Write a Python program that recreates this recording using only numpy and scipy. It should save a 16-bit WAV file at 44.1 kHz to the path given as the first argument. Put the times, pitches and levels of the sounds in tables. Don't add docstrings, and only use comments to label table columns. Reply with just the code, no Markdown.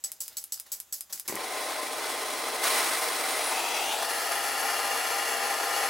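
import sys
import numpy as np
from scipy import signal
from scipy.fft import rfft, irfft
from scipy.io import wavfile
from scipy.ndimage import map_coordinates

SR = 44100
rng = np.random.default_rng(int(sys.argv[2]) if len(sys.argv) > 2 else 0)


def to_wav(sig):
    pcm = np.clip(np.atleast_2d(sig), -1, 1) * 32767
    pcm = np.round(pcm).astype(np.int16)
    wavfile.write(sys.argv[1], SR, pcm.T)


N = 259749
TIME = np.arange(N) / SR
FREQ = np.maximum(np.arange(N // 2 + 1) * SR / N, 1)
LIT_S = 1.281


def from_db(db):
    return 10 ** (np.asarray(db) / 20)


def rms_one(x):
    return x / np.sqrt(np.mean(x ** 2) + 1e-20)


def ramp(start_s, length_s):
    return np.clip((TIME - start_s) / length_s, 0, 1)


def swell(centre_s, length_s):
    return np.exp(-np.minimum((2 * (TIME - centre_s) / length_s) ** 2, 20))


def since(start_s):
    return np.maximum(TIME - start_s, 0)


def drift(rate_hz):
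    return rms_one(irfft(rfft(rng.standard_normal(N)) / (1 + (FREQ / rate_hz) ** 2), N))


def gain_at(points):
    freq_hz, level_db = np.transpose(points)
    return from_db(np.interp(np.log(FREQ), np.log(freq_hz), level_db))


def colour(x, points):
    cepstrum = irfft(np.log(rms_one(gain_at(points))), N)
    fold = np.r_[1, np.full(N // 2, 2), np.zeros(N - N // 2 - 1)]
    response = np.exp(rfft(cepstrum * fold))
    return irfft(rfft(x) * response, N)


def brighten(x, treble_db, corner_hz):
    high_pass = signal.butter(3, corner_hz, "high", fs=SR, output="sos")
    return x + (from_db(treble_db) - 1) * signal.sosfiltfilt(high_pass, x)


def read_at(x, seconds):
    return np.array([map_coordinates(channel, [seconds * SR], order=3, mode="mirror") for channel in x])


def stereo_noise(side_db):
    mid, side = rng.standard_normal((2, N))
    return mid + from_db(side_db) * side * [[1], [-1]]


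def room(x, wet_db, t60, direct=1):
    age_s = TIME[:SR // 2]
    tail = stereo_noise(-9.0)[:, :len(age_s)] * from_db(-60 * age_s / t60) * (age_s > .001)
    tail = tail / np.sqrt(np.sum(tail ** 2) / 2)
    wet = signal.fftconvolve(np.atleast_2d(x), tail, axes=1)[:, :N]
    return direct * x + from_db(wet_db) * wet


def strikes(rows, t60):
    envelope = np.zeros(N)
    for start_s, level_db, *_ in rows:
        decay_db = 60 * np.clip(TIME - start_s, 0, 2 * t60) / t60
        envelope += from_db(level_db - decay_db) * (TIME >= start_s)
    return envelope


def ringing(hits, modes, vary_db):
    out, age_s = np.zeros(N), TIME[:SR // 2]
    for start_s, hit_db in hits:
        start = round(start_s * SR)
        for freq_hz, mode_db, t60_s in modes:
            height = from_db(hit_db + mode_db + rng.normal(0, vary_db) - 60 * age_s / t60_s)
            out[start:start + len(age_s)] += height * np.sin(2 * np.pi * (freq_hz * age_s + rng.random()))
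    return out


# (relative, per Hz)
FLOOR_COLOUR = [(25, -8), (100, -7), (300, -5), (700, -3.5), (1200, -2), (2300, -5), (3500, -2.5),
                (5000, -7), (7000, 2.5), (9000, -6), (12300, -3.5), (16000, -5)]
# freq_hz, level_db
HUM_TONES = [(61, -86), (75.4, -83.5)]
# (relative, per Hz)
RUMBLE_COLOUR = [(20, -13), (48, -13), (62, -2), (80, 0), (100, -10), (125, -9), (155, -3), (185, -14),
                 (400, -30), (2000, -70)]
RUMBLE_START_DB, RUMBLE_GROWS_DB_PER_S = -77, 1.5


def workshop(floor_db=-60.0):
    air = from_db(floor_db) * colour(stereo_noise(-9), FLOOR_COLOUR)
    hum = np.zeros(N)
    for freq_hz, level_db in HUM_TONES:
        tone = np.sin(2 * np.pi * freq_hz * TIME + .8 * drift(6))
        hum += from_db(level_db + 2 * drift(4)) * np.sqrt(2) * tone
    growth = from_db(RUMBLE_START_DB + RUMBLE_GROWS_DB_PER_S * since(LIT_S))
    rumble = (TIME > LIT_S) * growth * colour(stereo_noise(-8), RUMBLE_COLOUR)
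    return air + hum + rumble * from_db([[1.5], [-1.5]])


# centre_s, length_s, level_db
HAND_RUBS = [(0.088, 0.074, -61), (0.32, 0.063, -56.5), (0.666, 0.017, -50), (0.692, 0.028, -61),
             (0.743, .07, -56.5), (1.106, 0.02, -48), (1.139, 0.047, -51), (1.262, 0.019, -47.5)]
# (relative, per Hz)
RUB_COLOUR = [(100, -12), (400, -6), (750, -0.5), (1200, -3.5), (1900, -4), (2800, -8), (3800, -2),
              (9000, -8), (16000, -3.5)]


def handling():
    pressure = sum(from_db(level_db) * swell(centre_s, length_s) for centre_s, length_s, level_db in HAND_RUBS)
    grain = from_db(2.5 * drift(130)) * rng.standard_normal(N)
    return room(colour(pressure * grain, RUB_COLOUR), wet_db=0.0, t60=0.33)


# centre_s, length_s, level_db, pitch_hz
GRIP_CREAKS = [(0.097, .022, -61, 2130), (0.669, .014, -58, 1900), (1.262, .01, -56, 1900)]
CREAK_WIDTH_HZ = 380


def creaks():
    waver = np.cumsum(CREAK_WIDTH_HZ / 2 * drift(210)) / SR
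    out = np.zeros(N)
    for centre_s, length_s, level_db, pitch_hz in GRIP_CREAKS:
        tone = np.sqrt(2) * np.sin(2 * np.pi * (pitch_hz * TIME + waver))
        out += from_db(level_db) * swell(centre_s, length_s) * tone
    return out


# start_s, level_db (relative), spring_db
TRIGGER_CATCHES = [(0.164, -39, -66), (0.2599, -31, -54), (0.329, -37, -66), (0.428, -31, -58),
                   (0.477, -40, -68), (0.5752, -28, -47), (0.592, -35, -56), (0.665, -39, -70),
                   (1.1028, -36, -62), (1.1765, -28, -52)]
# start_s, level_db (click energy), casing_width_hz, spring_db
TRIGGER_RETURNS = [(0.118, -9.5, 4560, -51), (0.2804, -12, 6500, -48), (0.4404, -11, 2200, -66),
                   (0.599, -10, 3750, -59), (0.8015, -9.5, 3760, -59), (1.0085, -8.5, 3350, -47),
                   (1.1977, -8.5, 4350, -53), (1.3551, -9, 4500, -60)]
SPRING_HZ = 5000


def spring(ring_db=0, t60=0.14):
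    hits = [(row[0], row[-1]) for row in [*TRIGGER_CATCHES, *TRIGGER_RETURNS]]
    tone = np.sin(2 * np.pi * SPRING_HZ * TIME + .8 * drift(50))
    return from_db(ring_db) * strikes(hits, t60) * tone


CASING_HZ, CASING_LOW_HZ, TICK_SPREAD_S = 10900, 2600, .002


def ticks(size=512):
    out, hz = np.zeros(N), np.fft.rfftfreq(size, 1 / SR)
    delay_s = TICK_SPREAD_S * (1 - hz / hz[-1])
    smear = np.exp(-2j * np.pi * np.cumsum(delay_s) * hz[1])
    for start_s, level_db, casing_width_hz, _ in TRIGGER_RETURNS:
        low_cut = hz / (hz - 1j * CASING_LOW_HZ)
        click = irfft(low_cut / (1 + 2j * (hz - CASING_HZ) / casing_width_hz) * smear)
        start = round((start_s - TICK_SPREAD_S / 2) * SR)
        out[start:start + size] += from_db(level_db) * click / np.linalg.norm(click)
    return out


# start_s, level_db (relative), rattle_t60_s, ring_db (re level_db), treble_db
HAMMER_SNAPS = [(0.0392, -16.5, 0.14, 2.5, -5), (0.204, -19, 0.2, 0, -1), (0.369, -18.5, 0.17, 1, -1),
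                (0.522, -17.5, 0.16, -1.5, -1), (0.7182, -18, 0.17, -2, 0.5), (0.9247, -18.5, 0.2, 0.5, 0),
                (1.126, -19.5, 0.2, -6, -0.5), (1.2778, -17, 0.22, -13, -2)]
# freq_hz, level_db (relative), t60_s
LIGHTER_MODES = [(625, -30, 0.55), (793, -30, 0.86), (3900, -23, .1), (5000, -10, 0.18), (5860, -22, 0.18),
                 (7840, -3, .12), (7890, 9, 0.13), (10700, -14, 0.13), (12280, -21, .18), (13700, -17, .15),
                 (15560, -4, .07)]
# (relative, per Hz)
SNAP_COLOUR = [(150, -25.5), (600, -20.5), (2500, -18), (3600, -13), (4800, -3), (6700, -2.5), (7800, -0.5),
               (8900, -8), (10700, 0.5), (16000, -4.5)]
TICK_ECHO_COLOUR = [(150, 8), (700, 7), (2500, -2), (5000, 4.5), (8000, 2.5), (11000, 1), (16000, 1)]
CATCH_COLOUR = [(200, -22), (2000, -6), (3200, -5), (5000, 0), (9000, -4), (16000, -3)]


def lighter(crack_db=-7, rattle_db=-12, ring_db=-23, catch_db=-6, tick_echo_db=-4.5):
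    contacts = from_db(3.0 * drift(700))
    rattle = sum(strikes([row], row[2]) for row in HAMMER_SNAPS) * contacts
    chatter = rng.choice([-1, 1], N)
    crack = from_db(crack_db) * strikes(HAMMER_SNAPS, 0.0022) * chatter
    snap = from_db(rattle_db) * rattle * stereo_noise(-10) + crack

    start_s, level_db, _, strike_db, treble_db = np.transpose(HAMMER_SNAPS)
    latest = np.maximum(np.searchsorted(start_s, TIME, "right") - 1, 0)
    snap = brighten(colour(snap, SNAP_COLOUR), treble_db[latest], corner_hz=9000)
    ring = ringing(zip(start_s, level_db + strike_db + ring_db), LIGHTER_MODES, vary_db=2.0)

    tick = ticks()
    tick_echo = room(colour(tick, TICK_ECHO_COLOUR), wet_db=2, t60=.11, direct=0)
    catch = from_db(catch_db) * strikes(TRIGGER_CATCHES, .006) * chatter
    return (room(snap + ring, wet_db=-10, t60=0.15) + tick + from_db(tick_echo_db) * tick_echo
            + room(colour(catch, CATCH_COLOUR), wet_db=0, t60=0.14))


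# centre_s, level_db (relative), half_width_s, tube_ring_db
GAS_PUFFS = [(1.2848, -25, 0.00045, -28.5), (1.2925, -36, 0.00048, -32), (1.2982, -20, 0.00086, -27.5),
             (1.3068, -27, 0.00096, -34), (1.316, -33, 0.00073, -40), (1.3258, -16.5, 0.00054, -33),
             (1.333, -30, .0008, -41), (1.3415, -21, 0.0011, -46), (1.3512, -24, 0.0011, -42),
             (1.3661, -21.5, 0.00065, -31), (1.3738, -30, 0.00043, -29)]
# (relative, per Hz)
PUFF_COLOUR = [(40, -29), (100, -24), (150, -10.5), (200, -13), (300, -7.5), (700, -6), (1400, 1),
               (2000, 10.5), (2900, -5), (8000, -9), (16000, -20)]
# freq_hz, level_db (relative), t60_s
TUBE_MODES = [(1920, -4, 0.018), (2210, -6, 0.016), (1060, -8, 0.021)]
FLARE_DB, FLARE_ATTACK_S, FLARE_HOLD_S, FLARE_T60_S = -46, .003, 0.02, .05
AFTERBURN_S, AFTERBURN_LENGTH_S, AFTERBURN_DB = 1.39, .11, -59


def ignition(gain_db=-6, turbulence=0.25, tube_db=0):
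    flare = from_db(FLARE_DB - 60 * since(LIT_S + FLARE_ATTACK_S + FLARE_HOLD_S) / FLARE_T60_S)
    afterburn = from_db(AFTERBURN_DB) * swell(AFTERBURN_S, AFTERBURN_LENGTH_S)
    pressure = ramp(LIT_S, FLARE_ATTACK_S) * (flare + afterburn) * rng.standard_normal(N)
    for centre_s, level_db, half_width_s, _ in GAS_PUFFS:
        phase = np.clip((TIME - centre_s) / half_width_s, -20, 20)
        swing = 2 * phase + turbulence * rng.standard_normal(N)
        pressure += from_db(level_db + gain_db) * np.exp(-phase ** 2) * swing
    hits = [(centre_s - half_width_s, ring_db + tube_db) for centre_s, _, half_width_s, ring_db in GAS_PUFFS]
    tube = ringing(hits, TUBE_MODES, vary_db=2)
    heard = room(colour(pressure, PUFF_COLOUR) + tube, wet_db=-9, t60=.18)
    return heard * from_db([[1], [-1]])


# centre_s, length_s, level_db, centre_hz, glide_octaves_per_s, width_hz
REFLECTION_GLINTS = [(3.36, .11, -41, 9500, .3, 1900), (3.477, .1, -35, 10240, 0.26, 2200),
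                     (3.76, .36, -39.5, 879, 0, 248), (3.916, 0.11, -40.5, 3390, 0.82, 600)]


def glints():
    out = np.zeros((2, N))
    for centre_s, length_s, level_db, centre_hz, glide, width_hz in REFLECTION_GLINTS:
        hz = centre_hz * 2 ** (glide * np.clip(TIME - centre_s, -length_s, length_s))
        window = np.exp(-np.minimum((2 * FREQ / width_hz - 3) ** 2, 40))
        band = np.fft.ifft(rfft(stereo_noise(-11)) * window, N)
        shift = np.exp(2j * np.pi * np.cumsum(hz - 3 * width_hz / 2) / SR)
        out += from_db(level_db) * swell(centre_s, length_s) * rms_one((band * shift).real)
    return out


# start_s, turn_length_s, lasting_rise_db, extra_surge_db
VALVE_TURNS = [(1.38, 0.25, 2.6, 0.8), (1.95, 0.1, 1.5, 1), (2.605, 0.042, 4.5, 5.5)]
SURGE_HOLD_S, SURGE_SETTLE_S = 0.086, 0.2


def gas_flow_db():
    flow_db = np.zeros(N)
    for start_s, length_s, rise_db, surge_db in VALVE_TURNS:
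        settle = np.exp(-since(start_s + length_s + SURGE_HOLD_S) / SURGE_SETTLE_S)
        flow_db += ramp(start_s, length_s) * (rise_db + surge_db * settle) - rise_db
    return flow_db


def clutter(echo_db, count=30):
    taps = np.zeros(N)
    places = (rng.uniform(.002, .02, count) * SR).astype(int)
    taps[places] = rng.choice([-1, 1], count) * from_db(echo_db) / np.sqrt(count)
    return 1 + rfft(taps) * FREQ ** 2 / (FREQ ** 2 + 1800 ** 2)


# freq_hz, side_minus_mid_db
DIFFUSE_SHARE = [(100, -1), (300, -18), (700, -16), (1400, -10.5), (2600, -8.5), (5000, -10),
                 (10000, -11.5), (16000, -13)]


def torch_noise(source, spectrum, peaks, pan):
    peaks_db = sum(level_db / (1 + (2 * (FREQ - freq_hz) / width_hz) ** 2) for freq_hz, width_hz, level_db in peaks)
    side = gain_at(DIFFUSE_SHARE) * rfft(rng.standard_normal(N)) * [[1], [-1]]
    direct = source * clutter(echo_db=-7)
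    return gain_at(spectrum) * from_db(peaks_db) * (direct + side) * gain_at(pan) ** np.array([[.5], [-.5]])


# (relative, per Hz)
STANDING_COLOUR = [(60, -38.5), (190, -28.5), (240, -15.0), (450, -3.3), (800, 0.0), (1400, -2.5),
                   (2200, -13.0), (3800, -5.9), (7000, -13.4), (10500, -10.8), (12300, -17.0),
                   (16000, -16.9)]
MID_AIR_COLOUR = [(60, -40.9), (170, -34), (240, -17.0), (450, -5), (800, 1.5), (1400, -5.5), (2200, -11.5),
                  (3800, -9.5), (5300, -13.5), (7000, -15), (8200, -16), (10500, -15.5), (12300, -23.5),
                  (16000, -19.5)]
AIMED_COLOUR = [(60, -39.1), (170, -29.1), (240, -15.0), (450, -3.8), (800, -4.2), (1400, 0.0),
                (2200, -5.0), (3800, -6), (5500, -11), (7000, -12.6), (10500, -7.6), (12300, -15.4),
                (14000, -15.6), (16000, -17.8)]
# freq_hz, width_hz, level_db
STANDING_PEAKS = [(151, 30, 6.5), (266, 33, 6.5), (329, 65, 4), (457, 61, 5), (545, 74, -1.5), (625, 25, 7),
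                  (778, 40, 4.5), (990, 32, -14), (1039, 79, 9.5), (1093, 33, -9.5), (1367, 19, -30),
                  (2070, 350, 9.5), (2330, 82, 9.5), (2630, 50, 3.5), (3225, 32, -13), (3700, 220, -4.5),
                  (4100, 36, -1.5), (4550, 67, -12), (6260, 90, 3), (6370, 140, -7), (6530, 160, 3),
                  (7300, 330, -1), (8060, 103, 4.5), (8720, 330, 5.5), (9900, 180, 3), (10470, 160, 2.5)]
MID_AIR_PEAKS = [(544, 40, -14), (1041, 70, -7), (1640, 120, -2), (2500, 530, 5.5), (3630, 68, -1),
                 (4040, 190, -2), (4830, 160, 1), (5760, 150, -2), (5940, 170, 5.5)]
AIMED_PEAKS = [(185, 52, -16), (264, 38, 5.5), (470, 46, 6.5), (689, 93, 7), (805, 61, 13.5),
               (1044, 29, 6.5), (1150, 56, -16), (1208, 33, 10), (1381, 25, 4), (1556, 56, -14.5),
               (1648, 40, 5.5), (1776, 54, 10), (1945, 116, 6), (2170, 49, -4), (2330, 64, 4),
               (2550, 32, -7), (2757, 34, -19), (2787, 170, 12), (3110, 71, -10), (3670, 69, -10),
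               (3900, 330, -7), (4550, 33, 6.5), (4900, 38, -4), (5450, 93, 3.5), (5786, 73, -6),
               (6250, 160, 4.5), (7560, 82, 6.5), (9100, 840, -4), (11400, 250, 2.5)]
# freq_hz, left_minus_right_db
STANDING_PAN = [(60, 3.0), (110, 4), (200, 5), (380, 3.5), (700, 3.5), (1290, -0.5), (2380, 0.5), (4400, 0),
                (8120, -0.5), (15000, -0.5)]
MOVED_PAN = [(60, 4.8), (110, 5.5), (200, 4.3), (380, 5.1), (700, 5.7), (1290, 1.1), (2380, 2.7),
             (4400, 0.9), (8120, 1.4), (15000, 1.1)]
# roar_db, rush_db, hiss_db
POSITION_LEVELS = [(-38, -32, -36.0), (-36.5, -33, -37.5), (-38, -31.5, -37)]


def torch_layers(source, shares):
    places = [torch_noise(source, STANDING_COLOUR, STANDING_PEAKS, STANDING_PAN),
              torch_noise(source, MID_AIR_COLOUR, MID_AIR_PEAKS, MOVED_PAN),
              torch_noise(source, AIMED_COLOUR, AIMED_PEAKS, MOVED_PAN)]
    below = 1 / (1 + (FREQ / 900) ** 6)
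    above = 1 - 1 / (1 + (FREQ / 7000) ** 6)
    layers = []
    for levels_db, band in zip(np.transpose(POSITION_LEVELS), (below, 1 - below - above, above)):
        layers.append(sum(share * from_db(level_db) * rms_one(irfft(place * band, N))
                          for share, level_db, place in zip(shares, levels_db, places)))
    return layers


BENCH_LAG_S, AIMED_LAG_S = 0.001517, 0.000924


def add_bench_echo(jet, lifted, aimed):
    tremble_s = 6e-6 * (lifted + aimed) * drift(2)
    lag_s = BENCH_LAG_S + (AIMED_LAG_S - BENCH_LAG_S) * aimed + tremble_s
    return jet + (.12 + .2 * (lifted - aimed)) * read_at(jet, TIME - lag_s)


# time_s, delay_s, share of the direct sound
BRICK_ECHO = [(3.45, .00042, 0), (3.62, .00039, .24), (3.82, .00036, .25), (3.94, .00029, .38),
              (4.02, .000215, .36), (4.15, .000194, .28), (4.32, .000185, .22), (5.85, .000177, .2)]
BRICK_DULL_DB, BRICK_DULL_HZ = -6, 4500


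def add_brick_echo(jet):
    time_s, delay_s, share = np.transpose(BRICK_ECHO)
    dulled = brighten(jet, BRICK_DULL_DB, BRICK_DULL_HZ)
    echo = read_at(dulled, TIME - np.interp(TIME, time_s, delay_s))
    return jet + np.interp(TIME, time_s, share) * echo


LIFT_S, LIFT_TAKES_S, AIM_S, AIM_TAKES_S = 3.36, 0.33, 3.81, 0.35
ROAR_FOLLOWS, RUSH_FOLLOWS, HISS_FOLLOWS = 0.22, 0.79, 0.87
TOP_FOLLOWS, TOP_HZ = 0.15, 11900
HEATING_DB_PER_S = 0.84
DIP_S, DIP_LENGTH_S, DIP_DB = 3, 0.057, -3.0
WANDER_SHARE = .008


def torch(pops_per_s=700, flutter_db=0.72, grow_s=0.13, start_db=-11):
    pops = (rng.random(N) < pops_per_s / SR) * rng.uniform(0.47, 1, N)
    source = rfft(rms_one(rng.standard_normal(N) - .33 * rms_one(pops)))
    lifted, aimed = ramp(LIFT_S, LIFT_TAKES_S), ramp(AIM_S, AIM_TAKES_S)
    roar, rush, hiss = torch_layers(source, [1 - lifted, lifted - aimed, aimed])

    flow_db = gas_flow_db()
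    flutter = flutter_db * drift(40)
    flame_db = HEATING_DB_PER_S * since(AIM_S + AIM_TAKES_S) + DIP_DB * swell(DIP_S, DIP_LENGTH_S)
    roar = roar * from_db(ROAR_FOLLOWS * flow_db + flame_db + flutter)
    rush = rush * from_db(RUSH_FOLLOWS * flow_db + flame_db + 1.12 * flutter)
    hiss = hiss * from_db(HISS_FOLLOWS * flow_db + 1.5 * flutter)

    jet = add_brick_echo(add_bench_echo(rush + hiss, lifted, aimed))
    jet = brighten(jet, TOP_FOLLOWS * flow_db, TOP_HZ)
    wander_s = np.cumsum(WANDER_SHARE * lifted * drift(3.65)) / SR
    heard = read_at(roar + jet, TIME - wander_s)
    return heard * from_db(start_db * (1 - ramp(LIT_S, grow_s))) * (TIME > LIT_S)


def scene():
    return workshop() + handling() + creaks() + spring() + lighter() + ignition() + glints() + torch()


def record(dry):
    return signal.sosfilt(signal.ellip(12, .1, 80, 15850, fs=SR, output="sos"), dry)


dry = scene()
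out = record(dry)
to_wav(out)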